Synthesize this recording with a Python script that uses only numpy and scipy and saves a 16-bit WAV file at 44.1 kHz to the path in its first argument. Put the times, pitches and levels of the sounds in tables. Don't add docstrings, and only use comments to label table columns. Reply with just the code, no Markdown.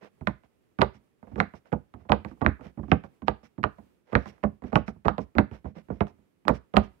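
import sys
import numpy as np
from scipy import signal
from scipy.fft import rfft, irfft
from scipy.io import wavfile
from scipy.ndimage import uniform_filter1d, minimum_filter1d

SR = 44100
rng = np.random.default_rng(int(sys.argv[2]) if len(sys.argv) > 2 else 0)


def amp(db):
    return 10 ** (np.asarray(db, float) / 20)


def write(x):
    x = np.atleast_2d(x).T
    wavfile.write(sys.argv[1], SR, np.round(np.clip(x, -1, 1) * 32767).astype(np.int16))


N = 308700
SPAN = 12288
LEAD = 512
AGE = np.arange(SPAN) / SR


def colour(x, points):
    hz, db = np.transpose(points)
    f = np.fft.rfftfreq(x.shape[-1], 1 / SR)
    gain = amp(np.interp(np.log(f + 1), np.log(hz), db))
    return irfft(rfft(x) * gain, x.shape[-1])


def unit(x, size):
    return x / np.sqrt(np.mean(x[..., :size] ** 2, axis=-1, keepdims=True))


def hush():
    # pitch_hz, level_db (per Hz)
    hush_colour = [(18, -38), (40, -9.5), (70, -5), (200, -3), (420, -6), (700, -16.5), (1500, -22),
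                   (2500, -24), (4000, -32), (6000, -35), (10000, -34.5), (15800, -37.5)]
    air = unit(colour(rng.standard_normal((2, N)), hush_colour), size=N)
    steps = np.repeat(rng.standard_normal(N // 4410 + 1), 4410)
    swell = uniform_filter1d(steps, 4410)[:N]
    side_db = np.array([[-2.5], [2.5]])
    return air * amp(-71 + 0.5 + 2.4 * swell + side_db)


def slides():
    # pitch_hz, level_db
    dull_colour = [(150, -12.5), (500, 5.5), (1100, -7.5), (2200, -10), (3500, -22), (8000, -42.5)]
    # pitch_hz, level_db
    bright_colour = [(300, -8), (1000, -6), (2200, -1.5), (3500, -11.5), (4500, -15), (5500, -9),
                     (7000, -23), (14000, -35)]
    # start_s, level_db
    skids = [
        (.93, -61),
        (1.538, -58),
        (3.426, -56.5),
        (4.26, -51),
        (4.859, -52),
        (5.191, -55.5),
        (6.06, -61),
        (6.529, -51),
        (6.818, -56.5),
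    ]
    # start_s, level_db
    scrapes = [
        (1.372, -45.5),
        (2.889, -51),
        (3.261, -47),
        (4.74, -39.5),
        (5.06, -43.5),
        (6.467, -45),
    ]
    # start_s, length_s, level_db
    drags = [(.005, 0.057, -45.5), (.43, 0.028, -60.5), (1.237, 0.12, -60.5), (1.642, 0.044, -57),
             (1.95, 0.088, -62.5), (2.251, .06, -50.5), (2.609, 0.068, -46), (2.79, 0.11, -61.5),
             (3.03, 0.031, -51), (3.764, 0.035, -63.5), (4.049, 0.22, -47.5), (4.383, 0.039, -67),
             (4.634, 0.061, -48.5), (5.507, 0.059, -46.5), (5.641, 0.057, -54.5), (5.744, 0.051, -46.5),
             (5.879, 0.1, -55.5)]
    skid_s, scrape_s = 0.037, 0.033
    skid_bright, scrape_bright, drag_bright = 1, 0.4, 0.18

    grain_size = 128
    grain = amp(1.7 * rng.standard_normal(N // grain_size + 1).repeat(grain_size)[:N])
    dull = unit(colour(grain * rng.standard_normal((2, N)), dull_colour), size=N)
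    bright = unit(colour(grain * rng.standard_normal((2, N)), bright_colour), size=N)

    moves = [(s, skid_s, db, skid_bright) for s, db in skids]
    moves += [(s, scrape_s, db, scrape_bright) for s, db in scrapes]
    moves += [(*drag, drag_bright) for drag in drags]
    out = np.zeros((2, N))
    t = np.arange(N) / SR
    for s, length, db, share in moves:
        grow = np.clip((t - s) / (0.61 * length), 0, 1)
        fade = np.clip((s + 1.616 * length - t) / length, 0, 1)
        out += amp(db) * grow * fade * ((1 - share) * dull + share * bright)
    side_db = np.array([[-9.0], [0]])
    return out * amp(side_db)


def contacts():
    # start_s, tick_db (peak), board_db, damping (1 = plain ring, lower swells
    clicks = [(.023, -45.5, -50, 1), (0.9465, -51, -52, 0.61), (1.6568, -50, -78, 0.63),
              (1.9394, -39.5, -42.5, 0.46), (2.248, -27.5, -33.5, 0.91), (4.2579, -32, -41, 0.68),
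              (4.3803, -54, -73.5, 0.9), (4.8805, -27, -29, 0.94), (6.0693, -40.5, -51, 0.21),
              (6.5497, -50, -50.5, 0.73), (6.8393, -47, -51, 0.19)]
    # start_s, level_db, tick_db (peak), damping
    taps = [(0.171, -72.5, -71.5, 0.88), (0.4356, -61, -52, 0.69), (1.228, -46.5, -51, 0.46),
            (1.2707, -50.5, -55.5, .33), (1.537, -42.5, -42.5, 1), (2.004, -61.5, -63, 0.46),
            (2.0506, -55, -63.5, .42), (2.3734, -60, -65, .95), (2.593, -49.5, -56, 1),
            (2.6097, -44, -43, 0.96), (3.0378, -42, -38, 0.73), (3.431, -53, -57, 0.71),
            (3.7839, -46.5, -46.5, 0.66), (4.6211, -43, -41.5, 0.93), (5.655, -36, -47.5, 0.81),
            (5.9013, -29, -47, 0.82), (5.9197, -46.5, -49, .33), (6.4713, -30.5, -45, 0.83)]
    # start_s, board_db, tick_db (peak)
    thumps = [(0.2098, -35, -45), (1.3159, -41, -60), (2.313, -41.5, -50.5), (2.6585, -40.5, -47),
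              (2.7744, -34, -53), (2.7897, -32, -53.5), (2.8315, -35, -50.5), (2.8818, -38, -49.5),
              (3.2201, -35.5, -41), (3.5801, -32.5, -46.5), (3.6314, -34.5, -25), (3.82, -59.5, -65.5),
              (4.6384, -31.5, -40.5), (4.9599, -48.5, -69), (5.3521, -29, -36.5), (5.364, -22.5, -48.5),
              (5.513, -35.5, -41.5), (5.6438, -36, -48.5), (5.7615, -40.5, -52), (5.8851, -42, -50),
              (6.1854, -60, -65), (6.452, -37.5, -39)]
    # start_s, tick_db (peak), shell_db, board_db, sizzle_db
    slams = [(0.2722, -9.5, -22, -23, -60), (0.8173, -3.5, -12, -27, -52.5),
             (1.402, -1.5, -18.5, -21.5, -57), (2.1199, -4.5, -14, -22, -60.5),
             (2.463, -0.5, -20.5, -17.5, -65.5), (2.917, -5, -13.5, -12.5, -64.5),
             (3.282, -9.5, -17.5, -24.5, -62.5), (3.639, -8.5, -18.5, -27.5, -67.5),
             (4.1527, -1.5, -14.5, -16.5, -62), (4.7566, -7.5, -13.5, -14.5, -56),
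             (5.0824, -3, -20, -25.5, -70), (5.384, -6, -16, -13, -59.5), (6.007, -17.5, -18, -18, -68.5),
             (6.4813, -5.5, -20, -23.5, -50), (6.768, -4, -9, -12.5, -48.5)]
    # start_s, tick_db (peak), shell_db, board_db
    knocks = [
        (.7882, -26.5, -27.5, -21),
        (0.811, -17.5, -18, -21.5),
        (1.3583, -34.5, -38, -32.5),
        (1.3788, -47.5, -28.5, -28.5),
        (2.4469, -33, -31, -23.5),
        (3.2751, -35, -45, -28.5),
        (5.1812, -26, -24.5, -29.5),
        (6.4914, -27, -15.5, -18.5),
        (6.7388, -31, -24, -26),
        (6.7606, -22, -27.5, -28),
    ]
    # start_s, level_db, edge_earlier_ms, damping
    landings = [
        (1.727, -21, 7.6, 0.97),
        (2.0951, -22.5, 5.5, 0.44),
        (2.4161, -22.5, 5.9, 0.55),
        (4.1292, -25.5, 7.5, .93),
        (4.4373, -19.5, 7.3, 0.75),
        (4.7291, -24.5, 8.1, 0.52),
        (5.054, -21, 5.5, 0.69),
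    ]
    # tick_db, shell_db, board_db
    face_db = np.array((-4.5, 0.45, -1.6))
    edge_db = np.array((-15, -14.5, -17.5))
    slam_damping, knock_damping, thump_damping, edge_damping = 1, 0.86, 0.78, 1

    rows = [(s, *(db + face_db), damping) for s, db, _, damping in landings]
    rows += [(s - ms / 1000, *(db + edge_db), edge_damping) for s, db, ms, _ in landings]
    rows += [(*knock, knock_damping) for knock in knocks]
    rows += [(s, tick_db, tick_db - 8, board_db, damping) for s, tick_db, board_db, damping in clicks]
    rows += [(s, tick_db, board_db - 9, board_db, thump_damping) for s, board_db, tick_db in thumps]
    rows += [(s, tick_db, db, db, damping) for s, db, tick_db, damping in taps]
    rows = [(s, tick_db, shell_db, board_db, -51 + 0.74 * tick_db, damping)
            for s, tick_db, shell_db, board_db, damping in rows]
    rows += [(*slam, slam_damping) for slam in slams]
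    return sorted(rows)


def tick(clatter_db, travel_s, edge):
    # pitch_hz, level_db
    tick_colour = [(300, -18.5), (700, -0.5), (1300, 3.5), (2000, -2.5), (2600, -9.5), (3300, -17),
                   (4200, -22), (5200, -28), (6500, -49), (9000, -64)]
    draw = rng.standard_normal((len(edge), SPAN + 1))
    f = np.fft.rfftfreq(SPAN, 1 / SR)
    distance = travel_s * np.exp(0.25 * draw[:, :1])
    turns = f * LEAD / SR + distance * (2 * np.sqrt(1000 * f) - 0.5 * f)
    chirp = irfft(np.exp(-2j * np.pi * turns), SPAN)

    since = AGE - LEAD / SR
    age = since.clip(0)
    rattle = (age > 0) * (np.exp(-age / 0.002) + amp(clatter_db) * np.exp(-age / 0.027))
    graze = 0.013 * (age == 0) * np.exp(since.clip(None, 0) / 0.0015)
    out = colour(chirp + draw[:, 1:] * (0.035 * rattle + graze), tick_colour)

    mirror_s = 0.0004 * np.exp(0.36 * draw[:, 1:2])
    mirror = 1 + 0.55 * np.exp(-2j * np.pi * f * mirror_s)
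    brightness = (1 + (f / 2500) ** 2) ** edge
    out = irfft(rfft(out) * mirror * brightness, SPAN)
    return out / np.abs(out).max(axis=1, keepdims=True)


def body(peaks, low_hz, high_hz, travel_s, likeness, hardness, count):
    # pitch_hz, t60_s (time to fall by 60 dB)
    ring_time = np.array([(50, 0.2), (130, 0.15), (350, 0.14), (920, 0.075), (2430, 0.054)])
    place = (np.arange(count) + rng.random(count)) / count
    hz = low_hz * (high_hz / low_hz) ** place
    power = sum(amp(2 * db) / (1 + (2 * (hz - f) / width) ** 2) for f, width, db in peaks)
    gain = np.sqrt(power * hz) / (1 + (hz / 2100) ** 3)

    t60 = np.interp(np.log(hz), np.log(ring_time[:, 0]), ring_time[:, 1])
    arrival = travel_s * np.sqrt(200 / hz)
    rise = 1 - np.exp(-(AGE / arrival[:, None]) ** 2)
    modes = rise * np.exp(-np.log(1000) * AGE / t60[:, None] + 2j * np.pi * hz[:, None] * AGE)

    gain = gain * (hz / 700) ** hardness
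    draw = rng.standard_normal((len(hardness), 4, count))
    near = draw[:, 0] + 1j * draw[:, 1]
    other = draw[:, 2] + 1j * draw[:, 3]
    like = np.clip(likeness, 0, 1)
    far = like * near + np.sqrt(1 - like ** 2) * other
    both = (np.array([far, near]) * gain).astype(np.complex64) @ modes.astype(np.complex64)
    return unit(both.imag, size=882)


def sizzle(count):
    grit = rng.standard_normal((count, 2, SPAN)).transpose(1, 0, 2)
    rise = 1 - np.exp(-AGE / 0.00045)
    fade = np.exp(-AGE / 0.0047) + 0.11 * np.exp(-AGE / 0.021)
    tint = [(4500, -40), (6500, 1.0), (11000, -8.5), (16000, -12.5)]  # pitch_hz, level_db
    return unit(colour(grit * rise * fade, tint), size=441)


def toys():
    # pitch_hz, width_hz, level_db
    board_peaks = [(72, 35, -1), (123, 55, -7.5), (200, 32, 3.5), (286, 60, -4.5)]
    # pitch_hz, width_hz, level_db
    shell_peaks = [(430, 360, 0), (669, 460, 4), (940, 530, 3.5), (1296, 180, -12.5), (2220, 600, -15)]
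    # pitch_hz, level_db
    far_shade = [(60, -11.5), (150, -10), (300, -14), (700, -20), (1300, -12), (2500, -10.5), (5000, -24.5),
                 (10000, -11.5)]
    far_lag = 15

    s, tick_db, shell_db, board_db, sizzle_db, damping = np.transpose(contacts())[:, :, None]
    hardness = np.clip(0.046 * (tick_db - shell_db - 7), -1.5, 0.3)
    edge = np.clip(0.084 * (sizzle_db - tick_db + 57.0), -1.5, 0.15)
    edge = edge + np.clip(0.022 * (tick_db + 26.0), -1.2, 0)

    thud = body(board_peaks, 55, 400, 0.0038, 0.9, 0 * hardness, count=26)
    hollow = body(shell_peaks, 380, 4500, 0.0024, 0.16, hardness, count=60)
    ring = amp(board_db + 0.24) * thud + amp(shell_db - 2.1) * hollow
    ring = ring * np.exp(-(damping.clip(0, 1) - 1) * AGE.clip(0, 0.12) / 0.025)
    ring = ring + amp(sizzle_db + 3.5) * sizzle(count=len(s))

    each = np.roll(ring * (1 - AGE / AGE[-1]), LEAD, axis=2)
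    each = each + amp(tick_db + 2.0) * tick(-20, 0.002173, edge)
    each = each * signal.windows.tukey(SPAN, 0.02)
    out = np.zeros((2, N + SPAN))
    for k, start in enumerate((s[:, 0] * SR).astype(int)):
        out[:, start:start + SPAN] += each[:, k]
    far = np.roll(colour(out[0], far_shade), far_lag)
    return np.array([far, out[1]])[:, LEAD:N + LEAD]


def room(x, t60, wet_db):
    fade = np.exp(-np.log(1000) * AGE / t60) * (1 - np.exp(-AGE / 0.0087))
    tail = rng.standard_normal((2, SPAN)) * fade
    tail = colour(tail, [(60, -6.0), (300, -10.5), (2000, -5.5), (5000, -6), (16000, -20.0)])
    tail = tail / np.sqrt(np.sum(tail ** 2, axis=1, keepdims=True))
    side_db = np.array([[-6.0], [0]])
    return amp(wet_db + side_db) * signal.fftconvolve(x[None], tail, axes=1)[:, :N]


def scene():
    near = toys() + slides()
    return near + room(near[1], 0.26, -26.0) + hush()


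def low_pass(x):
    return signal.sosfilt(signal.butter(12, 16000, fs=SR, output="sos"), x)


def record(dry):
    bass_cut = signal.butter(3, 48, "highpass", fs=SR, output="sos")
    cut = signal.sosfilt(bass_cut, dry)
    peak_gain = minimum_filter1d(1 / np.abs(cut).clip(0.97), size=257)
    held = cut * uniform_filter1d(peak_gain, size=129)
    top_cut = signal.ellip(8, 0.2, 60, 15750, fs=SR, output="sos")
    return low_pass(signal.sosfilt(top_cut, held))


dry = scene()
out = record(dry)
write(out)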